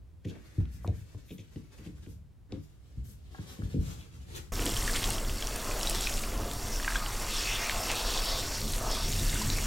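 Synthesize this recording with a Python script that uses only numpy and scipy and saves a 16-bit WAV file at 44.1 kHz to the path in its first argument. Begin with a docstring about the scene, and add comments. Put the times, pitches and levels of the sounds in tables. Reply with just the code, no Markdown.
"""A cloth swish and a first thump over a low hum: towels are being spread on a wooden kitchen floor.
Hands and knees set floor modes ringing; shaped noise makes the cloth, a little left of the stereo centre.
Then, all at once, a small tiled bathroom, heard from straight ahead: a hand shower over a cat's wet fur.
Noise and tiny rings make its hiss, which changes pitch as the head moves; run-off patters, plops and
drums on the hollow shower tray."""
import sys
import numpy as np
from scipy import signal
from scipy.fft import rfft, irfft, next_fast_len
from scipy.io import wavfile
from scipy.ndimage import map_coordinates

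SR = 44100
rng = np.random.default_rng(int(sys.argv[2]) if len(sys.argv) > 2 else 0)


def wav_out(sig):
    """Save sig, one row per channel (or a flat mono array), as 16-bit PCM at SR to the path in sys.argv[1]."""
    wavfile.write(sys.argv[1], SR, np.round(np.clip(np.atleast_2d(sig).T, -1, 1) * 32767).astype(np.int16))


N = 426006
TIME = np.arange(N) / SR


def amp(db):
    """Decibels to linear gain."""
    return np.exp(np.asarray(db) * (np.log(10) / 20))


def unit(x):
    """x at rms 1."""
    return x / np.sqrt(np.mean(x ** 2) + 1e-20)


def crest(x):
    """x at peak 1."""
    return x / np.abs(x).max()


def curves(rows, t=TIME):
    """Each column after the time, read at the times t."""
    s, *cols = np.transpose(rows)
    return [np.interp(t, s, c) for c in cols]


def add(track, s, sound):
    """Mix a sound in at s seconds."""
    start = round(s * SR)
    track[start:start + len(sound)] += sound[:N - start]


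def wobble(rate):
    """A smooth random curve, rate knots a second."""
    t = TIME[::64]
    knots = rng.standard_normal(int(N * rate / SR) + 4)
    return np.interp(TIME, t, map_coordinates(knots, [t * rate]))


def held(start, end, edge_s, t=TIME):
    """Rise, hold and fall, from 0 to 1 and back; each edge takes edge_s."""
    return np.clip(np.minimum(t - start, end - t) / edge_s + .5, 0, 1)


def spells(rows, edge_s):
    """The gain of a sound that comes and goes in (start, end, dB) spells."""
    t = TIME[::64]
    gain = sum(amp(db) * held(start, end, edge_s, t) for start, end, db in rows)
    return np.interp(TIME, t, gain)


def filtered(x, response):
    """x times a response of frequency."""
    n = x.shape[-1]
    m = next_fast_len(n + 8192, real=True)
    gain = np.float32(response(np.fft.rfftfreq(m, 1 / SR)))
    return irfft(rfft(np.float32(x), m) * gain, m)[..., :n]


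def coloured(x, points):
    """x through a (Hz, dB) spectrum, at rms 1."""
    f, db = np.transpose(points)
    return unit(filtered(x, lambda hz: amp(np.interp(np.log(hz + 1), np.log(f), db))))


def hiss():
    """White noise."""
    return rng.standard_normal(N, dtype=np.float32)


def grains(rate, low_hz, high_hz, cycles, spread_db, size=400):
    """Countless tiny damped rings of random time, pitch and size, rate a second, at rms 1."""
    draws = rng.random((int(rate * N / SR), 4), dtype=np.float32)
    when, pitch, chance, life = draws.T[:, :, None]
    turns = low_hz * (high_hz / low_hz) ** pitch * np.arange(size, dtype=np.float32) / SR
    strength = amp(-spread_db * np.log(np.maximum(chance, .004))).astype(np.float32)
    rings = strength * np.sin(2 * np.pi * turns) * np.exp(-turns / (cycles * (.5 + life)))
    places = (when * N).astype(int) + np.arange(size)
    return unit(np.bincount(places.ravel(), rings.ravel(), minlength=N)[:N])


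def tail(t60):
    """The walls' answer to a click: dense, dying, of unit energy."""
    t = np.arange(SR // 3) / SR
    answer = rng.standard_normal(len(t)) * amp(-60 * t / t60) * (1 - np.exp(-t / 0.0006))
    return answer / np.linalg.norm(answer)


def echo(x, t60):
    """The walls' answer to x; it keeps changing as the source moves about."""
    answer, block = np.zeros(N), SR // 5
    for start in range(0, N, block):
        piece, walls = x[start:start + block], tail(t60)
        if piece.any():
            add(answer, start / SR, signal.fftconvolve(np.float32(piece), np.float32(walls)))
    return answer


def ring(modes, cycles, cutoff_hz, scatter_db):
    """One blow on (Hz, dB, t60) modes: each builds up over a few cycles; soft contact spares the high ones."""
    t = np.arange(SR // 3) / SR
    hz, db, t60 = np.transpose(modes)[:, :, None]
    contact = 1 / np.hypot(1, (hz / cutoff_hz) ** 3)
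    strength = amp(db + scatter_db * rng.standard_normal(hz.shape) - 60 * t / t60) * contact
    detune = 1 + 0.032 * rng.standard_normal(hz.shape)
    sway = np.sin(2 * np.pi * (hz * t * detune + 0.49 * rng.random(hz.shape)))
    # low modes build up later, so the sound falls in pitch
    build_up = 1 - np.exp(-(t * hz / cycles) ** 2)
    return crest((strength * sway * build_up).sum(0))


def snap(hz, t60, rough, glide):
    """A short ring that glides in pitch, roughened by a burst of noise around it."""
    t = np.arange(SR // 8) / SR
    band = signal.butter(3, [hz * .55, min(hz * 1.6, SR * .45)], "band", fs=SR)
    burst = unit(signal.lfilter(*band, rng.standard_normal(len(t))))
    pitch = hz * (1 + glide * (np.minimum(t / t60, 1) - .2))
    tone = np.sin(2 * np.pi * np.cumsum(pitch) / SR)
    return crest((tone + rough * burst) * amp(-60 * t / t60) * (1 - np.exp(-t * hz)))


def pat(cutoff_hz, t60):
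    """Air squeezed out between two flat surfaces: a puff without pitch, duller the softer they are."""
    t = np.arange(SR // 16) / SR
    puff = rng.standard_normal(len(t)) * amp(-60 * t / t60)
    puff[0] += 3  # the first touch
    band = signal.butter(4, [220, cutoff_hz], "band", fs=SR, output="sos")
    return crest(signal.sosfilt(band, puff))


def stroke(loops, s, length, spectrum, tilt_db, sharpness=0.97):
    """One pass of the hand: the cloth sounds as it speeds up and fades as it slows."""
    piece = loops[round(s * SR):round((s + length) * SR)]
    speed = np.abs(np.sin(np.linspace(0, np.pi, len(piece))))
    tilted = [(hz, db + tilt_db * np.log2(hz)) for hz, db in spectrum]
    return speed ** sharpness * coloured(piece, tilted)


def sliding(x, passes, octaves, edge_s, upper_skirt=1.56):
    """In each pass a broad peak (a dip if its height is negative) slides from first pitch to last."""
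    hz, t, z = signal.stft(x, SR, nperseg=512)
    for start, end, height_db, first_hz, last_hz in passes:
        swell = held(start, end, edge_s, t)
        on = swell > 0
        centre = np.interp(t[on], [start, end], [first_hz, last_hz])
        above = np.log2((hz[:, None] + 1) / centre)
        width = np.where(above < 0, octaves, upper_skirt * octaves)
        z[:, on] *= amp(height_db * swell[on] * np.exp(-(above / width) ** 2))
    return signal.istft(z, SR, nperseg=512)[1][:N]


def patchy(x, depth_db, per_s, per_octave):
    """The jets keep meeting other tufts and puddles, so each band swells and fades on its own."""
    hz, t, z = signal.stft(x, SR, nperseg=256)
    at = np.meshgrid(np.log2(1 + hz / 500) * per_octave, t * per_s, indexing="ij")
    knots = rng.standard_normal([int(a.max()) + 2 for a in at])
    patches = unit(map_coordinates(knots, at, order=1))
    return unit(signal.istft(z * amp(depth_db * patches), SR, nperseg=256)[1][:N])


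def tiled(x, wet_db):
    """Close tiles throw the water's sound back and give it a hollow colour."""
    near = signal.oaconvolve(x, tail(t60=0.026))[:N]
    return x + amp(wet_db) * (0.62 * near + 1.26 * echo(x, t60=0.53))


# Spectrum of the kitchen's low hum: (frequency [Hz], relative level [dB per Hz])
KITCHEN_AIR = [(20, -26), (60, 1), (110, -6.5), (220, -21.5), (400, -28), (800, -37.5), (2000, -44),
               (6000, -50), (15000, -55.5)]


def kitchen_hum():
    """The room behind everything: a hum common to both channels plus one of each channel's own."""
    shared = coloured(hiss(), KITCHEN_AIR)
    return shared + 0.89 * np.array([coloured(hiss(), KITCHEN_AIR) for ear in range(2)])


# Weight shifting on the floor: (start [s], end [s], relative level [dB])
SHUFFLE = [(.6, 1.03, -47.5), (1.8, 2.25, -52.5), (2.97, 3.15, -47.5), (3.15, 3.6, -56.5),
           (3.62, 4.05, -45), (4.1, 4.52, -49)]
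# Spectrum of that rumble: (frequency [Hz], relative level [dB per Hz])
SHIFTING = [(20, -27), (42, -7), (63, 8), (100, -1), (170, -6), (300, -23), (500, -32.5), (900, -75)]


def shuffling():
    """Weight shifting over the boards: low noise in spells."""
    return spells(SHUFFLE, edge_s=0.091) * amp(2.5) * coloured(hiss(), SHIFTING)


# Hands, knees and feet on the boards:
# (time [s], relative thump level [dB], relative knock level [dB], contact cut-off [Hz])
BLOWS = [(0.252, -29, -31, 415), (0.578, -16, -27, 287), (0.845, -37, -35, 900), (.874, -19.5, -30.5, 560),
         (1.141, -34, -43.5, 690), (1.307, -43, -35.5, 470), (1.387, -39.5, -39.5, 476),
         (1.558, -36, -32.5, 397), (1.789, -44, -42.5, 500), (1.862, -48, -34.5, 440),
         (2.066, -37, -40, 410), (2.522, -32, -34, 487), (2.569, -36, -38.5, 330), (2.971, -32.5, -41, 170),
         (3.387, -32, -34.5, 258), (3.587, -33.5, -32, 450), (3.623, -26, -34, 253), (3.742, -28, -22, 280),
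         (3.778, -23.5, -27, 198), (3.865, -31.5, -46, 180)]
# Modes of the sprung floor as a whole: (nominal frequency [Hz], relative level [dB], t60 [s])
JOISTS = [(60, -15.5, .45), (83.5, -14.5, .4), (97, 8, .1), (107, -20, .5), (127, -7, .09)]
# Modes of its single boards: (nominal frequency [Hz], relative level [dB], t60 [s])
BOARDS = [(148.6, 0, 0.37), (178, 2.5, 0.21), (207.4, 3, .15), (238, -3.5, 0.23), (287.5, 3, 0.17),
          (326, 1, 0.2), (383.4, 0, 0.11), (440.7, -4.5, 0.23), (507, -3, 0.15), (582, -10.5, 0.15),
          (800, -11, 0.089)]
# The body's weight lands and the whole floor sags: (time [s], relative peak level [dB])
SAGS = [(2.555, -46), (2.981, -31), (3.635, -31), (3.786, -22)]
# Fingers slapping, boards ticking: (time [s], relative peak level [dB], nominal pitch [Hz], t60 [s])
TICKS = [(0.248, -48, 1900, 0.02), (.357, -51, 600, 0.06), (.654, -48, 2400, .012), (.866, -49, 2400, .012),
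         (0.877, -37, 440, 0.085), (.876, -36, 3800, 0.006), (1.559, -48, 2840, 0.02),
         (1.785, -50, 2600, 0.022), (2.062, -51.5, 2260, .015), (2.5222, -37.5, 3400, .011),
         (2.524, -48, 700, 0.06)]
# Towel and palm landing flat: (time [s], relative peak level [dB], cut-off [Hz], t60 [s])
PATS = [(.846, -30.5, 1020, .013), (.858, -44, 1000, .025), (.876, -37, 9000, .005),
        (1.146, -45, 850, .025), (2.522, -37, 6000, .006), (2.523, -35, 480, .025), (3.62, -38, 1600, .02)]
# A loose board clacks as the weight comes off it: (time [s], relative peak level [dB])
CLACKS = [(3.347, -37.5), (3.385, -39.5)]
# Modes of the loose board: (nominal frequency [Hz], relative level [dB], t60 [s])
LOOSE_BOARD = [(800, -4, .025), (950, -2, .03), (1090, 0, .03), (1270, -4, .025), (1450, -1, .03),
               (1620, 0, .035), (2600, -10, .015)]


def floorboards():
    """Each blow knocks a board at once; the whole floor swings up more slowly, and sags under real weight."""
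    wood = np.zeros(N)
    floor_lag_s = 0.0035  # the floor swings a moment after the contact
    for s, thump_db, knock_db, cutoff_hz in BLOWS:
        thump = ring(JOISTS, cycles=1.1, cutoff_hz=cutoff_hz, scatter_db=3.5)
        knock = ring(BOARDS, cycles=0.74, cutoff_hz=cutoff_hz, scatter_db=1.0)
        add(wood, s + floor_lag_s, amp(thump_db - 1.5) * thump)
        add(wood, s, amp(knock_db) * knock)
    for s, db in SAGS:
        add(wood, s, amp(db) * snap(hz=59.0, t60=0.11, rough=0.11, glide=-.2))
    for s, db, hz, t60 in TICKS:
        add(wood, s, amp(db) * snap(hz, t60, rough=0.9, glide=-0.4))
    for s, db, cutoff_hz, t60 in PATS:
        add(wood, s, amp(db) * pat(cutoff_hz, t60))
    for s, db in CLACKS:
        add(wood, s, amp(db) * ring(LOOSE_BOARD, cycles=.5, cutoff_hz=3000, scatter_db=2))
    return wood


# Palms rubbing over the towel: (start [s], length [s], relative level [dB], tilt [dB per octave])
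RUBS = [(0.244, 0.015, -58, -2), (0.264, 0.053, -58, 1), (0.349, 0.014, -65, -9), (1.272, 0.074, -61, -2),
        (1.375, 0.052, -59, 1), (1.763, .03, -64, 12), (1.836, 0.042, -62, -5), (3.477, 0.088, -61, 11),
        (3.697, 0.069, -62.5, 0), (3.984, 0.073, -61.5, -4), (4.348, 0.047, -48.5, 8)]
# Spectrum of skin scratching on terry: (frequency [Hz], relative level [dB per Hz])
PALM = [(700, -22), (1900, -9), (2550, 2), (2900, -4), (3450, 3.5), (4300, -5), (5400, -6), (6400, 0),
        (8000, -9), (13000, -11), (16000, -23)]


def palms():
    """A palm scratches over the pile, swelling and fading, snagging loop after loop."""
    scratch = hiss() + grains(rate=1300, low_hz=2000, high_hz=8000, cycles=2, spread_db=1.6, size=64)
    snag_db, snags_per_s = 3, 330  # depth and rate at which the loops catch
    scratch = scratch * amp(snag_db * wobble(snags_per_s))
    rubs = np.zeros(N)
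    for s, length, db, tilt_db in RUBS:
        add(rubs, s, amp(db) * stroke(scratch, s, length, PALM, tilt_db, sharpness=0.67))
    return amp(1.5) * rubs


# Faint, restless rustle of handled towels: (start [s], end [s], relative level [dB])
HANDLING = [(.25, 2.15, -71.5), (2.52, 3.77, -75.5), (3.33, 4.52, -66.5)]
# Single sweeps of towel or sleeve: (start [s], length [s], relative level [dB], tilt [dB per octave])
SWISHES = [(0.217, 0.19, -53.5, -4), (0.532, 0.044, -66, 1), (0.69, 0.088, -67, 4.5),
           (0.824, 0.036, -68, 9), (0.926, 0.12, -72, 6), (1.244, 0.11, -68, 13), (1.797, 0.1, -64.5, 0.5),
           (2.06, 0.082, -68.5, 7), (2.481, 0.11, -57.5, -3.5), (2.597, 0.069, -73, 5),
           (3.031, 0.1, -63.5, 8), (3.382, 0.22, -57.5, 0), (3.627, 0.12, -61, -1), (3.762, 0.22, -58.5, 1),
           (3.96, 0.072, -69, 3), (4.286, 0.12, -54.5, 0.5)]
# Spectrum of the terry cloth: (frequency [Hz], relative level [dB per Hz])
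TERRY = [(150, 8), (330, 15.5), (700, 0), (1100, -.5), (1900, -4.5), (3500, -1.5), (6800, -2),
         (10000, -7.5), (13300, -8), (15500, -19)]
# Towel sliding on the boards: (start [s], end [s], relative level [dB])
DRAG = [(.26, 1.04, -69), (1.78, 1.88, -67)]
# Spectrum of that slide: (frequency [Hz], relative level [dB per Hz])
SLIDE = [(400, 5), (900, -21), (1400, 3.5), (1950, 8), (2600, 0), (5000, -21), (12000, -39)]


def towels():
    """Terry loops catch and slip, and the towel drags on the boards."""
    catches = grains(rate=1100, low_hz=1500, high_hz=12000, cycles=1.3, spread_db=2.6, size=64)
    loops = hiss() + .6 * catches
    restless = amp(1.6 * wobble(9))
    swish = spells(HANDLING, edge_s=0.078) * restless * coloured(loops, TERRY)
    for s, length, db, tilt_db in SWISHES:
        # read backwards, so the sweeps do not repeat the rustle's noise
        add(swish, s, amp(db) * stroke(loops[::-1], s, length, TERRY, tilt_db))
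    drag = spells(DRAG, edge_s=.05) * coloured(hiss(), SLIDE)
    return amp(5.0 + 3.0 * wobble(44)) * swish + drag


# The person moves off to the left: (time [s], lag of the right channel [s])
RIGHT_LAG = [(0, 0), (2.5, .00005), (3.2, .00019), (4.3, .00032)]


def kitchen():
    """Floor and towels a little to the left, with much of the bare room in the sound, over a low hum."""
    boards = floorboards() + shuffling()
    cloth, rubs = towels(), palms()
    # the kitchen walls give back little of the boards below 133 Hz
    thin_boards = signal.lfilter(*signal.butter(2, 133, "high", fs=SR), boards)
    reflected = amp(-6.5) * thin_boards + amp(1.0) * cloth + amp(-5) * rubs
    walls = np.array([echo(reflected, t60=0.26) for ear in range(2)])
    direct = amp(-0.4) * boards + amp(-7.5) * cloth + rubs
    lag, = curves(RIGHT_LAG)
    pair = np.array([direct, map_coordinates(direct, [(TIME - lag) * SR])])
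    leftwards = amp([[.7], [-.9]])  # left and right channel
    return (pair + walls) * leftwards + amp(-56.0) * kitchen_hum()


# The lowered head aims straight at the tray: (start [s], end [s], level [dB])
JETS = [(8.6, 8.73, -39), (9.03, 9.28, -38.5), (9.28, 9.5, -40.5), (9.5, 9.66, -41.5)]
# Spectrum of the thrumming tray: (frequency [Hz], relative level [dB per Hz])
THRUM = [(60, -72), (95, 1), (125, -16.5), (150, 0.5), (185, -40), (215, -7), (260, -23.5), (400, -25),
         (800, -42)]


def jets():
    """Jets that miss the fur set the hollow tray thrumming."""
    return spells(JETS, edge_s=0.044) * coloured(hiss(), THRUM)


# Streams falling on the tray: (time [s], relative level [dB])
DRUMMING = [(4.53, -42.5), (4.7, -39), (5.1, -40), (5.6, -44.5), (5.85, -44), (6.45, -39.5), (6.9, -45),
            (7.75, -46.5), (8.5, -44.5), (9.1, -40.5), (9.66, -37.5)]
# Spectrum of the drummed tray: (frequency [Hz], relative level [dB per Hz])
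TRAY = [(40, -21), (62, 1.5), (90, 4), (130, -0.5), (170, -12.5), (215, -1), (255, -7.5), (296, -10.5),
        (400, -10), (800, -41)]
# Water running into the pool: (time [s], relative level [dB])
RUNOFF_LEVEL = [(4.53, -42.5), (5.12, -41.5), (5.4, -45), (5.7, -40.5), (5.95, -40.5), (6.1, -43.5),
                (6.4, -42.5), (6.7, -44), (7.5, -44), (8.1, -41), (8.55, -42), (8.7, -44.5), (8.9, -41.5),
                (9.2, -46), (9.66, -44)]
# Spectrum of the splattering water: (frequency [Hz], relative level [dB per Hz])
RUNOFF = [(120, -22), (270, 3.5), (400, -1), (520, -1.5), (680, 1), (950, -0.5), (1450, -0.5), (2200, -7.5),
          (5000, -12)]
# Water gushes off the coat and the pool rings: (start [s], end [s], peak height [dB], pitch [Hz])
GUSHES = [(4.57, 4.728, 13, 252), (4.93, 5.123, 5, 370), (5.693, 5.928, 3.5, 610), (6.335, 6.503, 6.5, 430),
          (6.86, 7.028, 6.5, 1400), (6.98, 7.29, 5, 980), (7.307, 7.736, 5, 1350), (7.738, 7.95, 7, 755),
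          (7.98, 8.207, 4, 760), (8.214, 8.42, 2.5, 610), (8.805, 8.904, 9, 706), (8.917, 9.044, 6, 890)]


def runoff():
    """Streams fall from the coat, splatter and bubble in a pool, and drum on the tray, which booms low."""
    drum_db, = curves(DRUMMING)
    pool_db, = curves(RUNOFF_LEVEL)
    patter = grains(rate=300, low_hz=395, high_hz=2155, cycles=2.0, spread_db=-0.5, size=300)
    splatter = hiss() + 0.35 * patter
    bubbles = grains(rate=70, low_hz=800, high_hz=3000, cycles=4, spread_db=1.8, size=800)
    water = coloured(tiled(splatter, wet_db=-4.5), RUNOFF) + amp(-16.5) * bubbles
    gushes = [(start, end, db, hz, hz) for start, end, db, hz in GUSHES]  # the pitch stays put
    pool = sliding(water, gushes, octaves=0.65, edge_s=0.075)
    drum = amp(drum_db + 1.15 * wobble(18)) * coloured(hiss(), TRAY)
    # the tray's lowest mode follows the drumming at half its swing in dB
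    boom = coloured(hiss(), [(12, -17.5), (24, -5.5), (33, -3.0), (43, -8.5), (55, -22), (300, -93)])
    boom_gain = amp(-34.5 + 0.5 * (drum_db - drum_db.mean()))
    return amp(pool_db + 0.34 * wobble(25)) * pool + drum + boom_gain * boom


# Big drops: (time [s], peak level [dB] of the bubble, nominal pitch [Hz], t60 [s])
PLOPS = [(4.556, -25, 4500, .005), (4.594, -26, 2300, 0.0072), (4.621, -27, 3000, .012),
         (4.657, -20, 8300, 0.0059), (4.664, -22, 3300, .008), (4.693, -22, 5000, 0.0062),
         (4.743, -24, 5660, .005), (4.766, -24.5, 3230, 0.02), (4.878, -22, 1820, 0.017),
         (4.896, -28, 1710, .016), (4.961, -21, 3300, .007), (5.041, -18.5, 3280, 0.009),
         (5.09, -30, 850, .03), (5.104, -19, 8800, 0.012), (5.296, -28, 2620, 0.0056),
         (5.424, -24, 3300, 0.012), (5.471, -22.5, 5840, .009), (5.56, -25, 9700, .013),
         (5.712, -28.5, 2560, 0.012), (5.811, -29, 3000, 0.012), (5.831, -20.5, 5570, .0077),
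         (5.872, -21.5, 3950, 0.023), (5.897, -14.5, 8100, 0.005), (5.948, -22, 3870, .006),
         (6.041, -24, 3900, .009), (6.071, -21, 2500, .014), (6.139, -23, 5600, 0.013),
         (6.179, -28.5, 2740, 0.013), (6.237, -27, 2450, 0.015), (6.32, -30, 2200, .007),
         (6.514, -29, 3600, .008), (6.535, -28, 9200, 0.0053), (6.76, -28, 5900, .015),
         (6.799, -29, 1780, .016), (6.828, -27, 5600, .008), (6.846, -28, 1800, .013),
         (6.879, -17.5, 1570, 0.013), (6.922, -27, 1750, .015), (6.948, -28, 2500, .01),
         (6.956, -19, 1580, 0.022), (6.96, -27, 3350, 0.022), (7.696, -15.5, 2240, 0.006),
         (7.9, -28, 850, .035), (7.902, -22, 2760, .008), (7.916, -19, 6070, 0.0064),
         (8.616, -26, 4230, .007), (8.735, -25, 4090, 0.008), (9.118, -23, 7100, 0.0083),
         (9.196, -26, 3900, .009), (9.296, -26, 3750, .01), (9.356, -32, 1530, .02),
         (9.415, -31, 1020, .04), (9.501, -19.5, 4100, 0.014), (9.585, -28, 2200, .014)]


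def plops():
    """Big drops tick, trap a bubble of rising pitch and throw a few droplets; the tiles ring after them."""
    drops = np.zeros(N)
    splat_db, satellite_db = -9, -14  # impact and thrown droplets, against the bubble
    scatter_s = .028  # longest flight of a droplet
    for s, db, hz, t60 in PLOPS:
        add(drops, s, amp(db) * snap(hz, t60, rough=.005 / t60, glide=.2))
        add(drops, s, amp(db + splat_db) * snap(1.5 * hz, t60=.003, rough=3, glide=0))
        for flight, octaves in rng.random((3, 2)):
            droplet = snap(hz * 2 ** (octaves - .5), t60=.008, rough=1, glide=.2)
            add(drops, s + scatter_s * flight, amp(db + satellite_db) * droplet)
    return drops + amp(-9) * echo(drops, t60=.24)


# Sheets of water break on the tiles in a cluster of ticks: (start [s], end [s], level [dB])
SPLASHES = [(4.655, 4.69, -44), (4.945, 4.975, -34.5), (5.034, 5.05, -44), (5.07, 5.088, -46),
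            (5.892, 5.91, -47), (5.945, 5.975, -42), (7.897, 7.93, -37.5), (8.745, 8.76, -42),
            (9.11, 9.17, -52)]
# Jets slip past the cat and spatter on the tiles, here and in spray():
# (start [s], end [s], relative level [dB])
SPATTER = [(4.6, 5.15, -43.5), (5.77, 6.24, -44.5), (8.68, 8.77, -44), (9.08, 9.45, -44.5)]


def splashes():
    """Crowds of sharp ticks wherever water meets the bare tiles."""
    ticks = grains(rate=170, low_hz=2900, high_hz=13000, cycles=2, spread_db=2, size=110)
    cluster = grains(rate=2200, low_hz=1700, high_hz=13000, cycles=1.2, spread_db=1.5, size=80)
    crowd = amp(-1.5) * spells(SPATTER, edge_s=.06) * ticks
    return crowd + spells(SPLASHES, edge_s=0.012) * cluster


# The spray wanders over the coat: (time [s], relative hiss level [dB])
SPRAY = [(4.53, -43.5), (5.05, -39), (5.25, -46), (5.6, -44), (6.15, -43.5), (6.43, -50), (6.65, -43),
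         (7.1, -43.5), (7.4, -38.5), (8.15, -39.5), (8.8, -43.5), (9.0, -42.5), (9.15, -39), (9.66, -39)]
# Spectrum of jets fizzing in fur: (frequency [Hz], relative level [dB per Hz])
FUR = [(700, -2.5), (1500, -5), (2200, -2.5), (3200, -2), (4600, 1), (5500, 4.5), (7000, -1.5),
       (10000, -14), (16000, -9)]
# Spectrum of the mist: (frequency [Hz], relative level [dB per Hz])
MIST = [(2500, -24), (4800, -10), (5600, -7.5), (7000, 4), (8500, 4.5), (10300, 0), (12500, 2), (14500, -2),
        (16000, -27)]
# The head comes close to the fur and the gap rings:
# (start [s], end [s], peak height [dB], first pitch [Hz], last pitch [Hz])
CLOSE_PASSES = [(5.87, 6.09, 7, 3770, 2880), (6.7, 6.79, 6.5, 5600, 6040), (7.29, 7.504, 7.5, 3150, 2650),
                (7.504, 7.715, 9.5, 2550, 2150), (7.89, 8.098, 8, 2900, 3300), (8.1, 8.45, 8, 3450, 3550),
                (8.47, 8.56, 6, 4900, 5300), (8.627, 8.772, 3, 3420, 3300), (8.89, 9.07, 10, 4000, 3550)]


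def spray():
    """Fine jets fizz in the fur, with a mist that follows them; stray jets crackle and drip on the tiles."""
    fur_db, = curves(SPRAY)
    fizz = hiss() + .5 * grains(rate=1400, low_hz=1700, high_hz=7000, cycles=3, spread_db=2.8, size=110)
    crackles = grains(rate=1400, low_hz=5000, high_hz=13900, cycles=2.3, spread_db=3.0, size=64)
    crackle = hiss() + 1.85 * crackles
    droplets = grains(rate=110, low_hz=2600, high_hz=6500, cycles=3.5, spread_db=2.8, size=260)
    flutter, spatter = wobble(45), spells(SPATTER, edge_s=0.025)
    coat = coloured(tiled(fizz, wet_db=-6.0), FUR)
    coat = patchy(coat, depth_db=1.8, per_s=28, per_octave=4)
    fur = sliding(coat, CLOSE_PASSES, octaves=0.4, edge_s=0.05, upper_skirt=2.1)
    mist = amp(0.51 * flutter) * coloured(tiled(crackle, wet_db=-7), MIST)
    fur_gain = np.hypot(amp(fur_db + 0.53 * flutter), amp(-12.0) * spatter)
    # the mist moves 0.68 dB per dB of hiss
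    mist_db = -45.5 + 0.68 * (fur_db - fur_db.mean())
    mist_gain = np.hypot(amp(mist_db), spatter)
    return fur_gain * fur + mist_gain * mist + amp(-52) * droplets


# The hiss turns hollow as the head swings away:
# (start [s], end [s], height [dB], negative for a dip, first pitch [Hz], last pitch [Hz])
HOLLOWS = [(6.518, 6.817, -2, 2500, 2800), (8.58, 8.774, -2, 1700, 1500), (9.01, 9.222, -2, 1700, 1660)]


def bathroom():
    """All the water, heard from straight ahead: the same in both channels."""
    water = sliding(spray() + runoff(), HOLLOWS, octaves=0.63, edge_s=.05)
    return water + jets() + plops() + splashes()


def scene():
    """The kitchen gives way abruptly to the bathroom."""
    cut_s = 4.521
    return np.where(TIME < cut_s, kitchen(), bathroom())


def record(dry):
    """The microphone's band limit: nothing is kept from 15900 Hz up."""
    return filtered(dry, lambda hz: hz < 15900)


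dry = scene()
out = record(dry)
wav_out(out)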